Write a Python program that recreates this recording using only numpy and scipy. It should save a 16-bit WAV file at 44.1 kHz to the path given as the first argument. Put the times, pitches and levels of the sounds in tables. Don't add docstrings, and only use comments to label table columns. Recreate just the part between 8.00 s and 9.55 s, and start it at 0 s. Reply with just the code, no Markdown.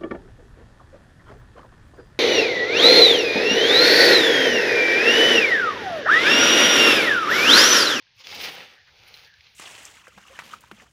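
import sys
import numpy as np
from scipy import signal
from scipy.fft import rfft, irfft, next_fast_len
from scipy.io import wavfile

SR = 44100
rng = np.random.default_rng(int(sys.argv[2]) if len(sys.argv) > 2 else 0)


def wav_record(signal):
    frames = np.transpose(np.atleast_2d(signal))
    bounded = np.clip(frames, -1, 1)
    quanta = np.round(bounded * 32767).astype(np.int16)
    wavfile.write(sys.argv[1], SR, quanta)


N = 68355

# (time [s], stem crunch [dB], leaf rush [dB], fizz [dB])
CUT_ENVELOPES = [(0.16, -67, -106, -77.5), (0.21, -45.5, -73, -65.5), (0.234, -56, -67, -77),
                 (0.245, -50, -61, -67.5), (0.312, -39.5, -50.5, -54.5), (0.33, -39.5, -54.5, -58),
                 (0.34, -41.5, -48, -53.5), (0.352, -37.5, -48.5, -49.5), (0.388, -40, -44.5, -60),
                 (0.418, -33, -51, -42), (0.426, -37, -45, -50), (0.444, -30, -42, -42),
                 (0.496, -36, -41.5, -58.5), (0.514, -41, -49, -57), (0.546, -42, -46.5, -54.5),
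                 (0.57, -42, -48, -66), (0.626, -43.5, -49.5, -70), (0.682, -52.5, -60, -76),
                 (0.736, -53, -59.5, -79.5), (0.78, -64.5, -68, -94)]
CRUNCH_TRIM_DB, RUSH_TRIM_DB, CUT_FIZZ_TRIM_DB = 0.1, 0, 1
# (time [s], rustle [dB], low brushing [dB], fizz [dB])
SWING_ENVELOPES = [(0.79, -63.5, -71, -92), (0.864, -62.5, -81, -91), (0.92, -63.5, -68, -87),
                   (0.99, -57.5, -69, -83.5), (1.06, -56, -63.5, -77.5), (1.08, -50.5, -66, -73),
                   (1.125, -54.5, -63, -77), (1.145, -51, -64.5, -68), (1.25, -54.5, -66, -76),
                   (1.325, -67, -84, -92), (1.398, -63.5, -79, -85), (1.456, -57.5, -74, -87),
                   (1.55, -64.5, -78, -82.5)]
RUSTLE_TRIM_DB, BRUSHING_TRIM_DB, SWING_FIZZ_TRIM_DB = 1, 4, 7

# (frequency [Hz], relative level [dB])
CRUNCH_EQ = [(710, -23.5), (1200, -9), (1730, -14), (1910, -9), (2220, -0.5), (2470, -2), (2950, -2.5),
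             (3720, -4.5), (5160, -3), (6980, -15), (8500, -52), (11000, -56), (18700, -120)]
SWATH_EQ = [(710, -43), (1200, 3), (1520, -0.5), (1790, 3), (2970, 5), (4600, -2.5), (6420, -9.5),
            (7300, -29), (9490, -60), (16100, -120)]
RUSH_EQ = [(25, -66), (50, -12.5), (85, -7), (160, -1.5), (290, -5.5), (400, -2), (510, 2), (640, -4.5),
           (790, 0.5), (1050, -6.5), (1300, -12), (1800, -12.5), (3000, -26.5)]
FIZZ_EQ = [(6000, -10.5), (8200, -4), (10500, 1.5), (13500, -3.5), (14900, 9), (16000, 0.5)]
SNAP_EQ = [(200, -16), (1000, -9.5), (2500, 4), (4000, 0.5), (5800, -2), (8000, -24.5), (11000, -51),
           (15000, -11)]
RUSTLE_EQ = [(710, -43), (1200, -12), (1510, -13.5), (1870, -9.5), (2200, -3), (3730, -6.5), (4060, -5),
             (6190, -16), (7500, -29.5), (9750, -70), (16500, -120)]
BRUSHING_EQ = [(150, -5), (290, -16), (400, -7), (520, -3), (650, -9.5), (800, -1), (1100, -13.5),
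               (1500, -5), (2500, -47)]
FIELD_EQ = [(200, -12), (330, -20.5), (500, -11.5), (700, -16), (900, -7.5), (1200, -15.5), (1700, -5),
            (2600, -1.5), (4800, -4), (6200, -12.5), (7400, -43), (10500, -37.5), (13500, -51),
            (15300, -35)]
BREEZE_EQ = [(20, -58), (40, -23), (70, -3), (110, -4), (170, -12.5), (300, -33.5), (800, -59)]

# (frequency [Hz], relative level [dB])
BLADE_MODES = [(1958, 2.5), (2180, -3), (2280, 6), (2355, -1), (2610, 4), (2680, 5), (2865, -3), (3027, -6),
               (3423, 0), (4690, 5.5)]
# (time [s], peak [dB])
STEM_SNAPS = [(0.2709, -18.5), (0.2733, -24.5), (0.356, -24), (0.404, -20), (0.413, -24), (0.433, -17.5),
              (0.4867, -23), (0.6339, -31), (1.1738, -30.5)]
# (time [s], crackle peak [dB], tick level [dB], pitch [Hz], t60 [s])
SCYTHE_KNOCKS = [(0.024, -49, -62, 3970, 0.019), (0.068, -58, -54, 1626, 0.043),
                 (0.2428, -39, -40, 3426, 0.1), (0.3137, -37, -37, 5120, 0.043),
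                 (0.325, -34, -39, 840, 0.077), (1.1411, -36, -38, 4070, 0.046),
                 (1.2462, -43, -48, 4720, 0.035), (1.339, -48, -50.5, 3920, 0.024),
                 (1.4078, -40.5, -54, 2880, 0.022), (1.467, -43, -68, 2670, .04)]
# (peak time [s], half length [s], level [dB], pitch [Hz], bandwidth [Hz])
LEAF_SCRAPES = [(0.78, 0.038, -57.5, 1771, 342), (0.887, 0.013, -55.5, 1780, 660),
                (1.083, 0.0054, -61, 11040, 1810), (1.313, 0.048, -57, 1705, 232)]
# (time [s], strength [dB])
HANDLE_JOLTS = [(0.004, -64.5), (0.201, -52)]
# (frequency [Hz], gain [dB])
HANDLE_MODES = [(525, -7), (915, -6.5), (1060, -6.5)]
# (peak time [s], level [dB], pitch [Hz])
SOIL_THUDS = [(0.174, -63, 101), (0.324, -54, 95), (0.39, -54.5, 84.6), (0.921, -57.5, 73),
              (1.009, -57, 100.6), (1.191, -63, 89), (1.397, -59.5, 75), (1.466, -63.5, 122)]


def from_db(db):
    return 10 ** (np.asarray(db) / 20)


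def rms_one(x):
    return x / np.sqrt(np.mean(x ** 2) + 1e-20)


def envelopes(rows, fade_s=0.02):
    times, *columns = np.transpose(rows)
    t = np.arange(N) / SR
    gate = np.clip(1 + np.minimum(t - times[0], times[-1] - t) / fade_s, 0, 1)
    return [gate * from_db(np.interp(t, times, db)) for db in columns]


def colour(x, eq):
    size = next_fast_len(2 * N)
    hz, db = np.transpose(eq)
    freqs = np.maximum(np.arange(size // 2 + 1) * SR / size, 1)
    response = from_db(np.interp(np.log(freqs), np.log(hz), db))
    cepstrum = irfft(np.log(response), size)
    cepstrum[1:size // 2] *= 2
    cepstrum[size // 2 + 1:] = 0
    return irfft(rfft(x, size) * np.exp(rfft(cepstrum)), size)[:N]


def cutting_stroke(swath_from_s=0.31, swath_full_s=0.63):
    crunch_env, rush_env, fizz_env = envelopes(CUT_ENVELOPES)
    fibres = tearing(per_s=5000, spread_db=1.5)
    grains = rms_one(fibres + from_db(4) * crackle(per_s=2800, spread_db=1.5, hiss_db=1))
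    crunch = rms_one(colour(grains, CRUNCH_EQ))
    slide = rms_one(colour(grains, SWATH_EQ))
    piled = np.interp(np.arange(N) / SR, [swath_from_s, swath_full_s], [0, 1])
    rush = rms_one(colour(crackle(per_s=700, spread_db=2.5, hiss_db=2), RUSH_EQ))
    fizz = rms_one(colour(crackle(per_s=1100, spread_db=4.5, hiss_db=-0.5), FIZZ_EQ))
    return (from_db(CRUNCH_TRIM_DB) * crunch_env * ((1 - piled) * crunch + piled * slide)
            + from_db(RUSH_TRIM_DB) * rush_env * rush
            + from_db(CUT_FIZZ_TRIM_DB) * fizz_env * fizz
            + blade_ring(crunch_env * grains))


def fractures(per_s, spread_db):
    breaks = rng.random(N) < per_s / SR
    return breaks * from_db(spread_db * np.minimum(rng.exponential(1, N), 5))


def tearing(per_s, spread_db, pitch_count=24, ring_cycles=15.6):
    clicks = fractures(per_s, spread_db) * rng.choice([-1, 1], N)
    pitch_index = rng.integers(0, pitch_count, N)
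    out = 0
    for k, hz in enumerate(np.geomspace(1000, 8500, pitch_count)):
        fibres = ring(clicks * (pitch_index == k), hz, ring_cycles / hz)
        out += np.sqrt(hz) * rms_one(fibres)
    return rms_one(out)


def crackle(per_s, spread_db, hiss_db, band_count=14):
    clicks = fractures(per_s, spread_db)
    edges_hz = np.geomspace(250, 18000, band_count + 1)
    grains = 0
    for band in zip(edges_hz, edges_hz[1:]):
        bandpass = signal.butter(2, band, "band", fs=SR, output="sos")
        grains += signal.sosfilt(bandpass, clicks * rng.standard_normal(N))
    return rms_one(rms_one(grains) + from_db(hiss_db) * rng.standard_normal(N))


def ring(x, hz, t60):
    r, w = np.exp(-np.log(1000) / (t60 * SR)), 2 * np.pi * hz / SR
    return signal.lfilter([0, np.sin(w)], [1, -2 * r * np.cos(w), r * r], x + 1e-18)


def blade_ring(drive, t60=0.2, relative_db=-12.5):
    steel = sum(from_db(db) * ring(drive, hz, t60) for hz, db in BLADE_MODES)
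    return from_db(relative_db) * np.std(drive) * rms_one(steel)


def stem_snaps():
    clicks = sum(from_db(db) * signal.unit_impulse(N, int(s * SR)) for s, db in STEM_SNAPS)
    unit_peak = np.abs(colour(signal.unit_impulse(N), SNAP_EQ)).max()
    return colour(clicks, SNAP_EQ) / unit_peak


def back_swing():
    rustle_env, brushing_env, fizz_env = envelopes(SWING_ENVELOPES)
    grains = crackle(per_s=1700, spread_db=4, hiss_db=2.5)
    fibres = from_db(-9) * tearing(per_s=2200, spread_db=2.5)
    rustle = rms_one(colour(grains + fibres, RUSTLE_EQ))
    brushing = rms_one(colour(rng.standard_normal(N), BRUSHING_EQ))
    fizz = rms_one(colour(grains, FIZZ_EQ))
    return (from_db(RUSTLE_TRIM_DB) * rustle_env * rustle
            + from_db(BRUSHING_TRIM_DB) * brushing_env * brushing
            + from_db(SWING_FIZZ_TRIM_DB) * fizz_env * fizz)


def scythe_knocks(band_ratio=1.93):
    out, t = np.zeros(N), np.arange(N) / SR
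    for s, crackle_db, tick_db, hz, t60 in SCYTHE_KNOCKS:
        decay = (t >= s) * np.exp(-np.log(1000) * np.maximum(t - s, 0) / t60)
        bandpass = signal.butter(2, [hz / band_ratio, hz * band_ratio], "band", fs=SR, output="sos")
        burst = signal.sosfilt(bandpass, colour(decay * rng.standard_normal(N), SNAP_EQ))
        tick = ring(signal.unit_impulse(N, int(s * SR)), hz, t60)
        out += from_db(tick_db) * tick + from_db(crackle_db) * burst / np.abs(burst).max()
    return out


def leaf_scrapes(sag_hz_per_s=700):
    out, t = np.zeros(N), np.arange(N) / SR
    for s, half_s, db, hz, width_hz in LEAF_SCRAPES:
        lowpass = signal.butter(2, width_hz / 2, fs=SR, output="sos")
        friction = signal.sosfilt(lowpass, rng.standard_normal((2, N)))
        phase = 2 * np.pi * np.cumsum(hz - sag_hz_per_s * (t - s)) / SR
        scrape = rms_one(friction[0] * np.cos(phase) + friction[1] * np.sin(phase))
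        swell = np.exp(-((t - s) / half_s) ** 2 / 2)
        out += from_db(db) * swell * scrape
    return out


def handle_knocks(t60=0.16):
    jolts = sum(from_db(db) * signal.unit_impulse(N, int(s * SR)) for s, db in HANDLE_JOLTS)
    return sum(from_db(db) * ring(jolts, hz, t60) for hz, db in HANDLE_MODES)


def soil_thuds(half_s=0.018):
    out, t = np.zeros(N), np.arange(N) / SR
    for s, db, hz in SOIL_THUDS:
        swell = np.exp(-((t - s) / half_s) ** 2)
        out += from_db(db) * swell * np.sin(2 * np.pi * (hz * (t - s) + rng.random()))
    return out


def field_ambience(leaves_db=-62, breeze_db=-73, gust_db=2):
    leaves = rms_one(colour(crackle(per_s=860, spread_db=5.5, hiss_db=16.5), FIELD_EQ))
    gusts = np.interp(np.arange(N), np.linspace(0, N, 18), rng.standard_normal(18))
    breeze = rms_one(from_db(gust_db * gusts) * colour(rng.standard_normal(N), BREEZE_EQ))
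    return from_db(leaves_db) * leaves + from_db(breeze_db) * breeze


def scene():
    scythe = cutting_stroke() + stem_snaps() + back_swing() + scythe_knocks() + leaf_scrapes()
    return (scythe + handle_knocks() + soil_thuds() + field_ambience())[None]


def record(dry, cutoff_hz=15600):
    return signal.sosfilt(signal.ellip(16, 0.2, 80, cutoff_hz, fs=SR, output="sos"), dry)


dry = scene()
out = record(dry)
wav_record(out)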